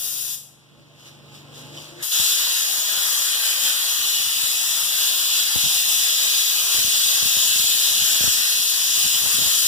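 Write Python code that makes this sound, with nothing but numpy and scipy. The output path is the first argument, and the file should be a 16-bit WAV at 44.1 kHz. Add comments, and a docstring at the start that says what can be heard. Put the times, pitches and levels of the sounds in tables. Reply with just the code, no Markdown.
"""Texture gun in a bare room

A hose-fed gun hisses as its air jet tears wet slurry into drops, and the hard walls echo. The jet
stops, boots and hose scuff the floor while an engine drones outside, then the trigger opens again.
Draughts thump on the two microphone ports (sound holes) of a small camera, whose stereo widener
subtracts a delayed copy of each port from the other."""
import sys
import numpy as np
from scipy import signal
from scipy.fft import rfft, irfft, next_fast_len
from scipy.io import wavfile
from scipy.ndimage import uniform_filter1d, map_coordinates

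SR = 44100
rng = np.random.default_rng(int(sys.argv[2]) if len(sys.argv) > 2 else 0)


def inscribe(sig):
    """Save sig as 16-bit PCM at rate SR to the path in sys.argv[1].

    A 1-D sig is mono; a 2-D sig holds one channel per row.
    Samples are clipped to [-1, 1] before scaling.
    """
    pcm = np.round(np.clip(np.atleast_2d(sig).T, -1, 1) * 32767)
    wavfile.write(sys.argv[1], SR, pcm.astype(np.int16))


N = 426447

# pulls of the trigger: opens t/s, shuts t/s
TRIGGER_PULLS = [(0, 0.35), (2.027, 9.67)]
# strength of the open jet: t/s, hiss level/dB, spatter over hiss/dB
JET_LEVELS = [(0, -30.5, -17.5), (0.34, -32.5, -18.5), (2.028, -31.5, -35), (2.106, -30, -17),
              (2.13, -22.5, -15), (2.2, -20.5, -18), (2.5, -25, -12.5), (2.77, -26, -10.5),
              (2.92, -25, -11), (3.24, -23.5, -12), (3.34, -27, -10), (3.48, -23, -9.5),
              (3.55, -26.5, -8.5), (3.66, -22.5, -12.5), (3.76, -27.5, -10.5), (4.11, -25.5, -12.5),
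              (4.57, -25, -13), (4.79, -24.5, -12.5), (4.9, -26.5, -11), (5.04, -22.5, -14.5),
              (5.14, -25.5, -13.5), (5.37, -22.5, -14), (5.45, -24.5, -13), (5.65, -22, -15.5),
              (5.85, -23.5, -14.5), (5.96, -21.5, -16.5), (6.12, -23.5, -14.5), (7, -22, -15),
              (8.3, -21, -15.5), (8.45, -23.5, -15), (8.87, -22.5, -16), (9.34, -22, -13.5),
              (9.67, -21, -17)]
# roar of the jet once it carries slurry: t/s, level/dB
ROAR_LEVELS = [(2.13, -25.5), (2.22, -24.5), (2.55, -27), (2.8, -30), (2.93, -26.5), (3.05, -28.5),
               (3.48, -26.5), (3.56, -29), (3.66, -26), (3.8, -28), (4.15, -27), (4.5, -27.5),
               (4.88, -29.5), (5.04, -25), (5.18, -27.5), (5.36, -24.5), (5.5, -27.5), (5.65, -25.5),
               (6.05, -26.5), (6.3, -25.5), (7, -25), (7.63, -24.5), (7.78, -25), (7.92, -24.5),
               (8.35, -26), (8.45, -26), (8.55, -26.5), (9, -26), (9.67, -25.5)]
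# tone colours of the jet's four sounds: f/Hz, level/dB
HISS_SPECTRUM = [(3500, -34), (4600, -1), (5500, -0.5), (6500, 3), (8000, 2), (9000, -0.5), (10500, -21.5)]
SPATTER_SPECTRUM = [(150, -28), (400, -14.5), (800, -6.5), (1300, -3), (1900, 2), (2500, -5.5), (3200, -14)]
ROAR_SPECTRUM = [(1200, -47), (1900, -13.5), (2200, -24.5), (2500, -3), (3000, -0.5), (3350, 3), (3700, 2),
                 (4000, 3), (4400, 0), (5200, -22.5)]
SIZZLE_SPECTRUM = [(7500, -31), (9300, -3.5), (10500, -0.5), (13000, -3), (16000, -1.5)]

# boots and hose dragged over the dusty floor: t/s, level/dB, drag time/s, rise/(dB per s)
FLOOR_SCUFFS = [(1.0, -55, 0.005, 500), (1.064, -49, 0.012, 400), (1.35, -46, 0.0062, 218),
                (1.554, -45, 0.063, 250), (1.79, -40.5, 0.033, 151), (1.89, -53, 0.01, 400)]
# faint shuffling between the scuffs: t/s, level/dB
SHUFFLE_LEVELS = [(0.45, -60), (0.75, -61.5), (1.0, -59), (1.5, -65), (2.02, -51)]
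# tone colour of crushed grit: f/Hz, level/dB
GRIT_SPECTRUM = [(300, -22), (700, -7.5), (1400, -10), (2300, -11), (2800, -4), (3300, -1.5), (4000, -3.5),
                 (5200, -6), (7500, -5), (10000, -9.5), (16000, -14)]
# a hose fitting taps the floor and bounces: t/s, level/dB
FITTING_TAPS = [(1.7735, -32), (1.782, -33)]
# notes the fitting rings with: f/Hz, level/dB, time to fade by 60 dB/s
FITTING_NOTES = [(3100, 0, 0.025), (3550, -3, 0.02), (4900, -6, 0.02), (5600, -4, 0.025),
                 (7600, -10, 0.012)]

# the engine is heard louder in the pause and fainter under the jet: t/s, drone level/dB, growl over drone/dB
ENGINE_LEVELS = [(0, -56, -12), (.6, -57, -15), (.8, -55.5, -7.5), (1.4, -47.5, -12), (1.65, -45.5, -8),
                 (1.8, -44.5, -6), (1.86, -52, -2), (1.93, -49, -4), (2.02, -49.5, -6), (2.08, -66, -10),
                 (2.9, -70, 0), (3.1, -67, -2), (4.5, -69, 2), (4.8, -59, -6), (5.4, -61, 1),
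                 (5.7, -68, -3), (6.5, -64, -6), (7, -66, -8), (9.67, -65, 3)]
# how often the engine fires, with one brief rev: t/s, f/Hz
FIRING_RATE = [(0, 24.1), (1.72, 24.12), (1.85, 25), (2.05, 25), (2.6, 24.15), (9.67, 24.15)]
# a doorway resonance that sweeps upward as the engine revs: t/s, f/Hz, boost/dB
DOORWAY_SWEEP = [(1.4, 210, 2), (1.55, 220, 5), (1.72, 287, 11), (1.85, 330, 0), (2.02, 352, 7),
                 (2.08, 350, 0)]
# the engine's low (drone) and higher (growl) tones: multiple of the firing rate, level/dB
DRONE_TONES = [(3, -16), (4, -13), (5, -1.5), (6, 3.5), (8, -14), (9, -15), (10, -13)]
GROWL_TONES = [(11, -9), (12, -4), (13, -6.5), (14, -2), (15, -14), (17, -9), (19, -8), (20, -7), (22, -9),
               (24, -7.5), (25, -10), (27.5, -8), (35, -11), (44, -8.5)]
# tone colour of the engine's clatter: f/Hz, level/dB
CLATTER_SPECTRUM = [(40, -15), (120, -2), (300, -9.5), (700, -12), (1200, -13.5), (1800, -18.5),
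                    (3200, -13), (6000, -29), (16000, -69)]

# gusts of draught at the ports: t/s, level/dB, hold time/s
DRAUGHT_GUSTS = [(2.194, -59, 0.028), (4.242, -56.5, 0.067), (5.62, -50, 0.12), (6.75, -52.5, 0.12),
                 (7.253, -51, 0.14), (7.948, -48, 0.072), (8.213, -52, 0.045), (8.997, -54, 0.083),
                 (9.3, -51.5, 0.35)]
# tone colour of their rumble: f/Hz, level/dB
RUMBLE_SPECTRUM = [(20, -18), (45, -2), (80, -3.5), (140, -3), (220, -1.5), (350, -14.5), (600, -32),
                   (900, -33)]
# pressure thumps on the ports: t/s, level/dB, sharp edge over thump/dB, extra lean to the left/dB
PORT_THUMPS = [(2.197, -27, -9, 36), (2.47, -43, -15, 12), (2.735, -44, -15, 12), (2.974, -37, -15, 12),
               (4.0, -42, -15, 12), (4.2, -39, -15, 12), (4.268, -38, -15, 6), (4.435, -35, -13, 12),
               (5.558, -21, -12, 30), (5.638, -26, -22, 24), (5.651, -34, -22, 12), (5.66, -33, -25, 12),
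               (5.757, -35, -13, 12), (5.85, -41, -15, 12), (5.93, -44, -15, 12), (5.99, -39, -15, 12),
               (6.748, -30.5, -2, 30), (6.783, -29, -11.5, 12), (6.846, -36, -14.5, -6),
               (6.878, -36, -13, 36), (7.06, -41, -15, 12), (7.14, -43, -15, 12), (7.225, -27, -4, 20),
               (7.256, -30, -12, 37.5), (7.368, -31.5, -10, 1), (7.47, -39, -15, 12), (7.515, -39, -15, 12),
               (7.559, -34, -14, 36), (7.597, -34, -1, 12), (7.641, -33, -13, 6), (7.7, -38, -15, 12),
               (7.911, -36, -16, 0.5), (7.989, -36, -12, -14), (8.019, -34, -16, 3), (8.152, -39, -20, 12),
               (8.209, -26.5, -13, -8), (8.2385, -22, -8, 24), (8.2755, -22, -10, 18),
               (8.348, -40, -15, 12), (8.975, -38, -15, 12), (9.055, -38, -8, 12), (9.219, -34, -10, -8),
               (9.236, -34, -10, 6), (9.259, -27, -9, 16), (9.386, -32, -8, -20), (9.394, -31, -15, -18),
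               (9.414, -33, -10, -8), (9.421, -33, -12, -8), (9.459, -31, -10, 3), (9.464, -32, -14, 5),
               (9.481, -39, -14, 5), (9.652, -33, -19, -2)]

# how long the room echoes: f/Hz, time to fade by 60 dB/s
ECHO_TIMES = [(200, 0.36), (1000, 0.36), (4000, 0.47), (9000, 0.54), (15000, 0.34)]
# how alike a noise is at the two ports: f/Hz, likeness (1 = the same)
PORT_LIKENESS = [(100, 0.8), (500, 0.77), (1500, 0.013), (4000, 0.022), (9000, .01)]
# how much of the other port the widener subtracts: f/Hz, gain
WIDENER_GAINS = [(50, 0.53), (130, 0.57), (1000, 0.29), (2200, 1), (3300, 0.81), (4400, 0.72), (5500, 0.65),
                 (6600, 0.43), (8500, 0.3), (11000, .01)]
# tone colour of the duller right side: f/Hz, level/dB
RIGHT_TONE = [(60, 2.5), (300, 4), (1000, -0.23), (5000, 0.5), (7000, -2.5), (8300, -8.5), (10000, -14),
              (11800, -19), (13500, -6.5), (15500, -5)]

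SLURRY_S, LOAD_S = 2.106, 0.013  # air blows alone until the slurry arrives; time to fill the jet
AIR_ROAR_DB, AIR_SIZZLE_DB, WET_SIZZLE_DB = -8, 1, -3  # relative to a hiss of usual strength
USUAL_HISS_DB, SIZZLE_FOLLOWS = -23, 0.54  # the wet sizzle follows this share of the hiss's swings
LEAK_DB, LEAK_DB_PER_S, LEAK_MIX_DB = -41.5, 250, (2.5, 1.1, -9)  # mix: spatter, roar, sizzle over hiss
CLATTER_DB, CLATTER_FOLLOWS = -53, 0.85  # level with the drone at -50 dB; share of its swings followed
DOORWAY_WIDTH_HZ = 24
CALM_DB, FLICKS_PER_S, FLICK_DB = -63.5, 4, -3  # flicks are small random thumps that follow the gusts
MIC_HISS_DB, WIDENER_DELAY_MS = -73, 0.4623
LOW_CUT_HZ, TOP_HZ, TOP_EDGE_HZ = 25, 15530, 160


def texture_gun():
    """Air shears at the nozzle (roar, hiss, sizzle) and tears the slurry into drops (spatter)."""
    hiss = amp(-2.5) * rush(HISS_SPECTRUM, patchy_db=1.0, grain_db=0.75)
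    spatter = amp(-2.0) * rush(SPATTER_SPECTRUM, patchy_db=1.5, grain_db=1.5)
    roar = amp(-3) * rush(ROAR_SPECTRUM, patchy_db=0.7, grain_db=1.2)
    sizzle = amp(5.0) * rush(SIZZLE_SPECTRUM, patchy_db=1.15, grain_db=0.5)
    t = np.arange(N) / SR
    trigger = sum(gate(opens, shuts, fade_s=0.0027) for opens, shuts in TRIGGER_PULLS)
    hiss_db, spatter_db = curves(JET_LEVELS)
    load = np.clip((t - SLURRY_S) / LOAD_S, 0, 1)  # 0 = air alone, 1 = full of slurry
    roar_db = AIR_ROAR_DB + load * (curves(ROAR_LEVELS)[0] - hiss_db - AIR_ROAR_DB)
    wet_sizzle_db = WET_SIZZLE_DB + (SIZZLE_FOLLOWS - 1) * (hiss_db - USUAL_HISS_DB)
    sizzle_db = AIR_SIZZLE_DB + load * (wet_sizzle_db - AIR_SIZZLE_DB)
    surge_db = 0.45 * wobble(20)  # slurry arrives in lumps
    jet = hiss + amp(spatter_db + 0.49 * wobble(8.1)) * spatter
    jet += amp(roar_db + 0.46 * wobble(14)) * roar + amp(sizzle_db) * sizzle
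    # the valve leaks ever louder just before the second pull
    leak_db = LEAK_DB - LEAK_DB_PER_S * abs(t - TRIGGER_PULLS[1][0])
    leak = hiss + np.tensordot(amp(LEAK_MIX_DB), [spatter, roar, sizzle], 1)
    return trigger * amp(hiss_db + surge_db) * jet + amp(leak_db) * leak


def boots_and_hose():
    """Grit is crushed and dragged under soles and hose; a fitting rings as it taps the floor."""
    shuffle_db, = curves(SHUFFLE_LEVELS)
    shuffle = amp(shuffle_db) * gate(SHUFFLE_LEVELS[0][0], SHUFFLE_LEVELS[-1][0], fade_s=0.085)
    drag = shuffle + sum(swell(*scuff, fall_db_per_s=164) for scuff in FLOOR_SCUFFS)
    taps = np.zeros((2, N))
    t = np.arange(SR // 20) / SR
    for start, db in FITTING_TAPS:
        ring = sum(amp(level + rng.normal(0, 1.5, (2, 1)) - 60 * t / fade_s) * np.sin(2 * np.pi * hz * t)
                   for hz, level, fade_s in FITTING_NOTES)
        add_at(taps, start, amp(db) * ring * (1 - np.exp(-t / 0.0008)))
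    return drag * amp(0.74 * wobble(29.6)) * rush(GRIT_SPECTRUM, patchy_db=1.2, grain_db=1.5) + taps


def engine():
    """Slightly unsteady firings make a stack of tones, and a clatter that throbs once per firing."""
    drone_db, growl_db = curves(ENGINE_LEVELS)
    firing_hz, = curves(FIRING_RATE)
    doorway_hz, boost_db = curves(DOORWAY_SWEEP)
    firing_phase = 2 * np.pi * np.cumsum(firing_hz * (1 + 0.001 * wobble(3))) / SR

    def tones(table, right_lag_rad, waver_db, wander_rad):
        """Sines at multiples of the firing rate; a wandering phase blurs the higher ones most."""
        total = np.zeros((2, N))
        for multiple, db in table:
            nearness = np.exp(-((multiple * firing_hz - doorway_hz) / DOORWAY_WIDTH_HZ) ** 2)
            gain = amp(db + boost_db * nearness + waver_db * wobble(15))
            phase = multiple * (firing_phase + wander_rad * wobble(30)) + rng.uniform(0, 2 * np.pi)
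            total += gain * np.sin([phase, phase - right_lag_rad])
        return total

    drone = tones(DRONE_TONES, right_lag_rad=0.1, waver_db=0.9, wander_rad=0.005)
    growl = tones(GROWL_TONES, right_lag_rad=0.83, waver_db=3.5, wander_rad=0.013)
    clatter_db = CLATTER_DB + CLATTER_FOLLOWS * (drone_db + 50)
    throb_db = 0.78 * np.cos(firing_phase)
    clatter = amp(clatter_db + throb_db) * rush(CLATTER_SPECTRUM, patchy_db=0.5, grain_db=0.5)
    return amp(drone_db) * (drone + amp(growl_db) * growl) + clatter


def draught():
    """Air moving over the ports makes a lumpy rumble, and sudden steps in pressure make thumps."""
    gust = amp(CALM_DB) + sum(swell(*row, rise_db_per_s=74, fall_db_per_s=67) for row in DRAUGHT_GUSTS)
    lumps = amp(6.1 * np.array([wobble(32), wobble(25)]))
    air = gust * unit(lumps * rush(RUMBLE_SPECTRUM, patchy_db=2.5, grain_db=-3.5, likeness=[(30, 0.31)]))
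    eddies = rush([(30, 1.0), (120, 3.5), (400, -7.5), (1100, -10.0), (2000, -51)],
                  patchy_db=-1.5, grain_db=-1.0, likeness=[(30, 0.1)])
    flicks = []  # same columns as PORT_THUMPS
    for when, softness, dullness, side in rng.uniform(size=(200, 4))[:int(FLICKS_PER_S * N / SR)]:
        sample = when * (N - 1)
        db = 20 * np.log10(gust[int(sample)]) + FLICK_DB - 10 * softness
        flicks.append((sample / SR, db, -6 - 10 * dullness, 30 * side - 10))
    t = np.arange(SR // 10) / SR
    attack = 1 - np.exp(-t / 0.00027)
    chances = rng.standard_normal((300, 2))
    for (start, db, edge_db, lean_db), (push, pitch) in zip(PORT_THUMPS + flicks, chances):
        cycles = 80 * amp(1.2 * pitch) * t + 0.55 * (1 - np.exp(-t / 0.0015))  # slows as it dies
        swing = np.sin(2 * np.pi * cycles) * amp(-60 * t / 0.095)
        edge = amp(edge_db) * np.sin(2 * np.pi * 420 * amp(1.5 * pitch) * t) * amp(-60 * t / 0.024)
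        balance = unit(amp([[lean_db / 2], [-lean_db / 2]]) * [[1], [0.25]])
        add_at(air, start, np.sign(push) * amp(db) * balance * (swing + edge) * attack)
        puff = eddies[:, round(start * SR):][:, :len(t)]  # swirling air trails each thump
        add_at(air, start, amp(db - 9.5 - 60 * t[:puff.shape[1]] / 0.11) * puff)
    return air


def room_echo(x):
    """Bare walls keep sound alive, each pitch fading at its own speed; the gun moves, so echoes vary."""
    hz, t, spectra = signal.stft(x, SR, nperseg=256)
    kept = amp(-120 * (t[1] - t[0]) / along(ECHO_TIMES, hz))  # share of energy left after one frame
    energy = np.stack([signal.lfilter([0, 1 - share], [1, -share], abs(spectra[:, band]) ** 2)
                       for band, share in enumerate(kept)], axis=1)
    noise = signal.stft(rng.standard_normal(x.shape), SR, nperseg=256)[2]
    noise /= np.sqrt(np.mean(abs(noise) ** 2))
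    return signal.istft(noise * np.sqrt(energy), SR, nperseg=256)[1][:, :N]


def standing_waves(x, depth_db):
    """Reflections strengthen some pitches and cancel others; the pattern drifts as the gun moves."""
    spectra = signal.stft(x, nperseg=2048)[2]
    gain = amp(depth_db * patches(spectra.shape[1:], bands=2, frames=16))
    return signal.istft(spectra * unit(gain), nperseg=2048)[1][:, :N]


def rush(spectrum, patchy_db, grain_db, likeness=PORT_LIKENESS):
    """Stereo noise of rms 1 with a given tone colour, roughened by quick grains and slower patches."""
    grains = amp(grain_db * unit(uniform_filter1d(rng.standard_normal(N), size=40)))
    spectra = signal.stft(rng.standard_normal((2, N)) * grains, nperseg=512)[2]
    spectra *= amp(patchy_db * patches(spectra.shape[1:], bands=6, frames=12))
    pair = signal.istft(spectra, nperseg=512)[1][:, :N]

    def colour(hz):
        """Split the spectrum into a part the ports share (mid) and an opposite part (side)."""
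        angle = np.arccos(np.clip(along(likeness, hz), -1, 1)) / 2
        return amp(along(spectrum, hz)) * [np.cos(angle), np.sin(angle)]

    mid, side = filtered(pair, colour)
    return unit(np.array([mid + side, mid - side]))


def patches(shape, bands, frames):
    """A random pattern of rms 1, smoothed over frequency bands and time frames."""
    pattern = uniform_filter1d(rng.standard_normal(shape), size=bands, axis=0)
    return unit(uniform_filter1d(pattern, size=frames, axis=1))


def wobble(rate_hz):
    """A smooth curve through rate_hz random values a second (40 at most)."""
    samples = np.arange(0, N + 64, 64)
    values = rng.standard_normal(int(N * 40 / SR) + 4)
    return np.interp(np.arange(N), samples, map_coordinates(values, [samples * min(rate_hz, 40) / SR]))


def swell(peak_s, db, hold_s, rise_db_per_s, fall_db_per_s):
    """A gain that climbs to db at peak_s, holds, then sinks."""
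    t = np.arange(N) / SR - peak_s
    return amp(db - rise_db_per_s * np.maximum(-t, 0) - fall_db_per_s * np.maximum(t - hold_s, 0))


def gate(start_s, end_s, fade_s):
    """A gain of 1 from start to end, fading to 0 on either side."""
    t = np.arange(N) / SR
    return np.clip(np.minimum(t - start_s, end_s - t) / fade_s + 1, 0, 1)


def add_at(track, start_s, sound):
    """Mix a short stereo sound into a track."""
    part = track[:, round(start_s * SR):][:, :sound.shape[1]]
    part += sound[:, :part.shape[1]]


def filtered(x, response):
    """Scale and delay each frequency of x by the complex number response(hz)."""
    size = next_fast_len(N + SR // 2)
    return irfft(rfft(x, size) * response(np.fft.rfftfreq(size, 1 / SR)), size)[..., :N]


def curves(rows):
    """One value per sample for each table column after the time."""
    times, *columns = np.transpose(rows)
    return [np.interp(np.arange(N) / SR, times, column) for column in columns]


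def along(points, hz):
    """Read a (frequency, value) table at hz, on a log frequency scale."""
    freqs, values = np.transpose(points)
    return np.interp(np.log(hz + 1), np.log(freqs + 1), values)


def amp(db):
    """Turn decibels into a gain."""
    return 10 ** (np.asarray(db) / 20)


def unit(x):
    """Scale x to an rms (average strength) of 1."""
    return x / np.sqrt(np.mean(x ** 2) + 1e-20)


def scene():
    """Jet and boots are heard directly and off the walls, over the engine and the draught."""
    jet, steps = texture_gun(), boots_and_hose()
    indoors = amp(1.0) * jet + amp(-0.5) * room_echo(jet + amp(-10.0) * steps)
    return standing_waves(indoors, depth_db=2.5) + steps + engine() + draught()


def record(dry):
    """The widener subtracts each port, late and dull, from the other; the right side loses treble."""
    ports = dry + amp(MIC_HISS_DB) * rng.standard_normal(dry.shape)
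    delay = lambda hz: np.exp(-2j * np.pi * hz * WIDENER_DELAY_MS / 1000)
    late = filtered(ports[::-1], lambda hz: along(WIDENER_GAINS, hz) * delay(hz))
    top_cut = lambda hz: np.clip((TOP_HZ - hz) / TOP_EDGE_HZ + 0.5, 0, 1) ** 2
    bass_cut = lambda hz: 1j * hz / (LOW_CUT_HZ + 1j * hz)
    sides = lambda hz: np.array([np.ones_like(hz), amp(along(RIGHT_TONE, hz))])
    return filtered(ports - late, lambda hz: top_cut(hz) * bass_cut(hz) * sides(hz))


dry = scene()
out = record(dry)
inscribe(out)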